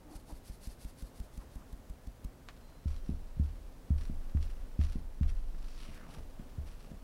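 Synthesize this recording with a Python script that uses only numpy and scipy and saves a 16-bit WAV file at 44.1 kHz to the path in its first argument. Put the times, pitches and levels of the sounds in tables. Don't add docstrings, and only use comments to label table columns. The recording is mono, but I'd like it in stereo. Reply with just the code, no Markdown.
import sys
import numpy as np
from scipy import signal
from scipy.fft import rfft, irfft, next_fast_len
from scipy.io import wavfile

SR = 44100
rng = np.random.default_rng(int(sys.argv[2]) if len(sys.argv) > 2 else 0)


def unload_audio(sound):
    columns = np.transpose(np.atleast_2d(sound))
    steps = np.round(np.clip(columns, -1, 1) * 32767)
    wavfile.write(sys.argv[1], SR, steps.astype(np.int16))


N = 310023
TIME = np.arange(N) / SR

# (t/s, relative level/dB)
STROKES = [(0.154, -5.5), (0.324, -4.5), (0.497, -2), (0.672, -1), (.849, -1), (1.024, -0.5), (1.201, -0.5),
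           (1.377, -1), (1.557, -2.5), (1.729, -3), (1.899, -3), (2.072, -1.5), (2.247, 1.5)]
# (f/Hz, t60/s, build-up/s, relative level/dB, direction/rad)
JOLT_MODES = [(23.9, 0.16, 0.0047, -27, 1.18), (41.8, 0.15, 0.0013, -25.5, 1.06),
              (145, 0.035, 0.0012, -31.5, 0.15), (228, 0.064, 0.012, -33.5, 0.066)]
# (f/Hz, relative level/dB)
MESH_SPECTRUM = [(900, -9), (2000, -2.5), (3200, -4), (4500, 2.5), (7000, -4), (10000, 1.5), (12500, -4),
                 (15500, -20)]
FLOW_DB, FULL_FLOW_S, SPREAD_DB_PER_S, EMPTY_DB_PER_S = -57, 0.67, 15, 14
HEAP_S, HEAP_WIDTH_S, HEAP_DB = 0.1624, 0.0065, -59


def sieve(lead_s=0.025, slide_s=0.021, back_s=0.044, settle_s=0.019, back_db=-4.0,
          land_s=0.0024, land_db=-57):
    jolts = np.zeros((2, N))
    landing = np.zeros(N)
    flow = undb(HEAP_DB) * swell(HEAP_S, HEAP_WIDTH_S)
    jolt = ring(JOLT_MODES, contact_s=0.0045)
    for s, db in STROKES:
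        add(jolts, s, undb(db) * jolt)
        spreading_loss = SPREAD_DB_PER_S * (FULL_FLOW_S - s)
        emptying_loss = EMPTY_DB_PER_S * (s - FULL_FLOW_S)
        flow_db = FLOW_DB - max(spreading_loss, emptying_loss)
        slide = swell(s - lead_s, slide_s)
        throw_back = undb(back_db) * swell(s + back_s, settle_s)
        flow += undb(flow_db) * (slide + throw_back)
        landing += undb(db + land_db) * swell(s, land_s)
    hiss = unit(shape(grains(per_second=15000, scatter_db=-2.0), MESH_SPECTRUM))
    rasp = unit(band(grains(per_second=9700, scatter_db=0.2), hz=5800, q=0.5))
    return jolts + spread(flow * hiss + landing * rasp, side_db=-8, pan_db=1.5)


# (t/s, length/s, f/Hz, rasp level/dB, handle groan level/dB)
RUBS = [(0.124, 0.074, 760, -61.5, -55.5), (0.308, 0.025, 750, -55, -57), (1.42, 0.022, 1010, -59, -75),
        (1.612, 0.061, 1100, -66.5, -82)]
HANDLE_HZ = 298


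def rubs(rasp_q=1.96, groan_q=7):
    out = 0
    for s, length, hz, rasp_db, groan_db in RUBS:
        friction = rng.standard_normal((2, N))
        rasp = unit(band(band(friction, hz, rasp_q), hz, rasp_q))
        groan = unit(band(band(friction, HANDLE_HZ, groan_q), HANDLE_HZ, groan_q))
        creak = undb(rasp_db) * rasp + undb(groan_db) * groan
        out = out + swell(s, length / 2) * creak
    return spread(out, side_db=-13, pan_db=4.5)


# (t/s, bowl knock level/dB, contact/s, counter boom level/dB, slow stand sway level/dB)
BLOWS = [(2.856, -10, 0.0044, -3.5, -10.5), (3.091, 0.5, 0.0031, -8.5, -19),
         (3.368, -1, 0.0093, -22, -18.5), (3.396, 1, 0.0049, 0.5, -14), (3.904, 0.5, 0.005, 2, -7.5),
         (4.096, -5, 0.0034, -13.5, -13.5), (4.348, -4.5, 0.0041, 0.5, -8), (4.79, -1.5, 0.0037, 2, -7),
         (4.955, -4, 0.0031, -13.5, -36), (5.209, 1, 0.0052, 0, -3), (5.546, -22.5, 0.0024, -29, -20),
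         (5.887, -17.5, 0.0023, -23, -26), (6.172, -18.5, 0.0051, -20.5, -18.5),
         (6.395, -11.5, 0.0029, -36, -26.5), (6.581, -2, 0.0089, -10, -17),
         (6.915, -12.5, 0.0026, -25, -31)]
# (f/Hz, t60/s, build-up/s, relative level/dB, direction/rad as for the jolts)
BOWL_MODES = [(142, 0.029, 0.0012, -21, -0.029), (186.5, 0.033, 0.00032, -24.5, -0.089),
              (222, 0.11, 0.00054, -43.5, 0.0018), (662, 0.034, 0.00069, -15, 0)]
STAND_MODES = [(20.85, 1.87, 0.011, -17.5, 1), (31.77, 2.56, 0.41, -11, -1.456),
               (38.89, 1.4, 0.006, -24.5, -0.46)]
COUNTER_MODES = [(72.8, 0.31, 0.00098, -20, 0.29), (67.8, 0.46, 0.13, -6, -1.59),
                 (96.5, 0.26, 0.089, -12, 1.56)]


def thuds():
    knocks, lows = np.zeros((2, N)), np.zeros((2, N))
    boom = ring(COUNTER_MODES, contact_s=0.0039)
    sway = ring(STAND_MODES, contact_s=0.012)
    for s, knock_db, contact_s, boom_db, sway_db in BLOWS:
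        add(knocks, s, undb(knock_db) * ring(BOWL_MODES, contact_s))
        add(lows, s, undb(boom_db) * boom + undb(sway_db) * sway)
    return room(knocks, wet_db=-8.5, t60_s=0.22) + room(lows, wet_db=-15.5, t60_s=0.81)


# (f/Hz, relative level/dB)
POWDER_SPECTRUM = [(400, -31), (1100, 13), (2300, 4.5), (4600, 3.5), (5700, 3), (6600, -5), (8000, -2),
                   (10000, 0), (12000, -12), (15500, -32)]
# (f/Hz, Q, relative level/dB)
WALL_RESONANCES = [(2690, 4.5, -18.5), (4450, 4.1, -24), (5730, 80, -21.5), (9600, 28, -31.5),
                   (11100, 30, -23)]


def crunch(glass_db=4, patchy_db=2.5, wander_db=3, lumps_db=-7.0, crumble_s=0.0031):
    breaks = np.abs(grains(per_second=420, scatter_db=0.8)[:1])
    puffs = signal.lfilter([1], [1, -np.exp(-1 / (crumble_s * SR))], breaks)
    lumps = unit(band(puffs * rng.standard_normal((2, N)), hz=2830, q=0.49))
    grit = grains(per_second=9000, scatter_db=3.5) + undb(lumps_db) * lumps
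    glass = 0
    for hz, q, db in WALL_RESONANCES:
        wandering_gain = undb(db + wander_db * walk(rate=7.3))
        glass = glass + wandering_gain * unit(band(grit, hz, q))
    powder = unit(shape(grit, POWDER_SPECTRUM))
    sound = unit(powder + undb(glass_db) * glass)
    patches = undb(patchy_db * walk(rate=90))
    return spread(pressure() * patches * sound, side_db=-11.5, pan_db=2.0)


# (f/Hz, relative level/dB)
BOWL_SPECTRUM = [(60, -11), (130, 5.5), (220, 4), (340, -4.5), (650, -5), (1200, -25), (4000, -46)]
RASP_TOP_HZ, RASP_HZ, RASP_AT_S, SINK_OCTAVES_PER_S = 4690, 1558, 6.0, 6.6
FOLD_S, FOLD_WIDTH_S, FOLD_DB = 6.9, 0.04, -57.5


def drag(q=1.64, patchy_db=1.5, judder_db=2, judder_db_per_octave=-7):
    top_octaves = np.log2(RASP_TOP_HZ / RASP_HZ)
    octaves = np.clip(SINK_OCTAVES_PER_S * (RASP_AT_S - TIME), -2, top_octaves)
    slips = unit(band(band(grains(per_second=4300, scatter_db=2.0), RASP_HZ, q), RASP_HZ, q))
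    travel = np.cumsum(2 ** octaves) % (N - 1)
    rasp = np.array([np.interp(travel, np.arange(N), part) for part in slips])
    rasp = rasp * undb(patchy_db * walk(rate=70))
    body = unit(shape(grains(per_second=1000, scatter_db=2.0), BOWL_SPECTRUM))
    friction = sweep_gains()[1]
    judder = undb(judder_db + judder_db_per_octave * octaves) * friction
    judder = judder + undb(FOLD_DB) * swell(FOLD_S, FOLD_WIDTH_S)
    return spread(friction * rasp + judder * body, side_db=-13, pan_db=2)


# (t/s, length/s, level/dB)
PUSHES = [(2.862, 0.11, -67.5), (3.047, 0.044, -65), (3.423, .06, -69.5), (3.97, 0.066, -60.5),
          (4.402, 0.062, -62.5), (4.791, 0.13, -63.5), (5.262, 0.051, -65), (6.655, 0.026, -60.5),
          (6.79, .11, -69)]
PUSH_ATTACK_S, PUSH_RELEASE_S = 0.015, 0.062
STIR_START_S, STIR_DB = 2.48, -75


def pressure():
    stirring = undb(STIR_DB) * (TIME > STIR_START_S)
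    gains = [stirring, sweep_gains()[0]]
    for s, length, db in PUSHES:
        gains.append(undb(db) * burst(s, PUSH_ATTACK_S, length, PUSH_RELEASE_S))
    return np.sqrt(sum(gain ** 2 for gain in gains))


# (t/s, powder crunch level/dB, glass rasp level/dB)
SWEEP = [(5.452, -80, -93), (5.68, -68, -70), (5.83, -61.5, -65.5), (5.92, -62, -67.5), (5.98, -70, -60),
         (6.08, -70.5, -61.5), (6.14, -57.5, -67.5), (6.201, -63.5, -62.5), (6.25, -81, -94)]


def sweep_gains():
    s, *levels = np.transpose(SWEEP)
    return [undb(np.interp(TIME, s, db, left=-120, right=-120)) for db in levels]


# (t/s, level/dB, brightness f/Hz)
TICKS = [(2.4874, -41, 1530), (2.883, -55.5, 3200), (2.964, -52.5, 3000), (4.035, -56, 4400),
         (4.373, -51, 1100), (4.428, -46.5, 2800), (4.814, -45.5, 1720), (4.827, -55, 4100),
         (4.838, -46, 2880), (5.2323, -47.5, 1510), (5.548, -55, 740), (5.842, -52, 3430),
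         (5.946, -52.5, 6100), (6.3963, -59, 800)]
# (t/s, fading/s, f/Hz, level/dB)
GLASS_TONES = [(2.62, 0.19, 4092, -71.5), (3.364, .025, 4092, -72), (5.278, .016, 5760, -71)]


def blade_ticks(graze_s=0.01):
    out = np.zeros((2, N))
    for s, db, hz in TICKS:
        add(out, s, undb(db) * tick(hz))
    for s, fading_s, hz, db in GLASS_TONES:
        wavering_hz = hz + 14 * walk(rate=160)
        tone = np.sin(2 * np.pi * np.cumsum(wavering_hz) / SR)
        wavering_gain = undb(db + 3.0 * walk(rate=18))
        out[0] += wavering_gain * burst(s, graze_s, graze_s, fading_s) * tone
    return spread(out, side_db=-8, pan_db=0.5)


def tick(hz, q=0.57, scatter_db=-16, scatter_s=0.014, body_db=-6):
    t = TIME[:SR // 16]
    noise = rng.standard_normal((2, len(t)))
    hit = undb(scatter_db) * noise * np.exp(-t / scatter_s) * np.sqrt(hz / SR * 2)
    hit[0, 0] += 1
    snap = unit(band(band(hit, hz, q), hz, q))
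    body = unit(band(hit, hz=750, q=7.2) + band(hit, hz=1200, q=7.1))
    sound = snap + undb(body_db) * min(1500 / hz, 1) * body
    return sound * np.sqrt(0.00079 / t[-1])


# (f/Hz, relative level/dB)
KITCHEN_SPECTRUM = [(12, -29), (20, 15.5), (59, 6.5), (196, -3.5), (259, 1), (298, -6), (333, -6),
                    (393, -8), (519, -6.5), (1380, -18.5), (1500, -18.5), (2330, -24), (4070, -27),
                    (5230, -28), (15500, -32)]
# (f/Hz, side minus mid level/dB)
KITCHEN_WIDTH = [(60, 5), (110, -9), (200, -5.5), (1300, -3), (4400, -2), (15000, 0)]


def kitchen(level_db=-53.84, waver_db=-0.66):
    mid, side = shape(rng.standard_normal((2, N)), KITCHEN_SPECTRUM)
    noise = stereo(unit(mid), shape(unit(side), KITCHEN_WIDTH))
    return noise * undb(level_db + waver_db * walk(rate=1.99))


def room(x, wet_db, t60_s):
    t = TIME[:SR // 2]
    decay = np.exp(-np.log(1000) * t / t60_s)
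    build_up = 1 - np.exp(-t / 0.016)
    tail = rng.standard_normal((2, len(t))) * decay * build_up
    tail = stereo(tail[0], undb(-7) * tail[1]) / np.sqrt(np.sum(tail[0] ** 2))
    return x + undb(wet_db) * signal.fftconvolve(x.mean(axis=0)[None], tail, axes=1)[:, :N]


def ring(modes, contact_s):
    t = TIME[:2 * SR]
    out = 0
    for hz, t60, build, db, direction in modes:
        decay = np.exp(-np.log(1000) * t / t60)
        motion = np.sin(2 * np.pi * hz * t) * decay * (1 - np.exp(-t / build))
        speed = np.diff(motion, prepend=0) * SR / (2 * np.pi * hz)
        out = out + undb(db) * stereo(np.cos(direction) * speed, np.sin(direction) * speed)
    push = np.sin(np.pi * np.minimum(t[:SR // 20] / contact_s, 1)) ** 2
    return signal.fftconvolve(out, push[None] / push.sum(), axes=1)


def grains(per_second, scatter_db):
    present = rng.random(N) < per_second / SR
    size = undb(scatter_db * np.minimum(rng.exponential(size=N), 6))
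    return unit(rng.standard_normal((2, N)) * present * size)


def walk(rate):
    knots = rng.standard_normal(2048)
    return np.interp(TIME * rate, np.arange(len(knots)), knots)


def swell(s, length):
    return np.exp(-np.minimum(((TIME - s) / length) ** 2, 100) / 2)


def burst(s, attack_s, length_s, release_s):
    rise = np.clip((TIME - s) / attack_s, 0, 1)
    return rise * np.exp(-np.clip((TIME - s - length_s) / release_s, 0, 50))


def shape(x, points):
    hz, db = np.transpose(points)
    size = next_fast_len(N + 4096)
    bins = np.maximum(np.arange(size // 2 + 1) * SR / size, 1)
    gain = undb(np.interp(np.log(bins), np.log(hz), db))
    return irfft(rfft(x, size) * gain, size)[..., :N]


def band(x, hz, q):
    return signal.lfilter(*signal.iirpeak(min(hz, SR / 4), max(q, hz / SR * 4), fs=SR), x)


def spread(pair, side_db, pan_db):
    pan = undb(np.array([[pan_db], [-pan_db]]) / 2)
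    return stereo(pair[0], undb(side_db) * pair[1]) * pan


def stereo(mid, side):
    return np.array([mid + side, mid - side])


def add(out, s, sound):
    start = max(int(s * SR), 0)
    part = sound[..., :N - start]
    out[..., start:start + part.shape[-1]] += part


def undb(db):
    return 10 ** (np.asarray(db) / 20)


def unit(x):
    return x / np.sqrt(np.mean(x ** 2))


def scene():
    return sieve() + rubs() + thuds() + crunch() + drag() + blade_ticks() + kitchen()


TOP_HZ = 15750


def record(dry):
    return signal.sosfilt(signal.ellip(10, 0.1, 80, TOP_HZ, fs=SR, output="sos"), dry)


dry = scene()
out = record(dry)
unload_audio(out)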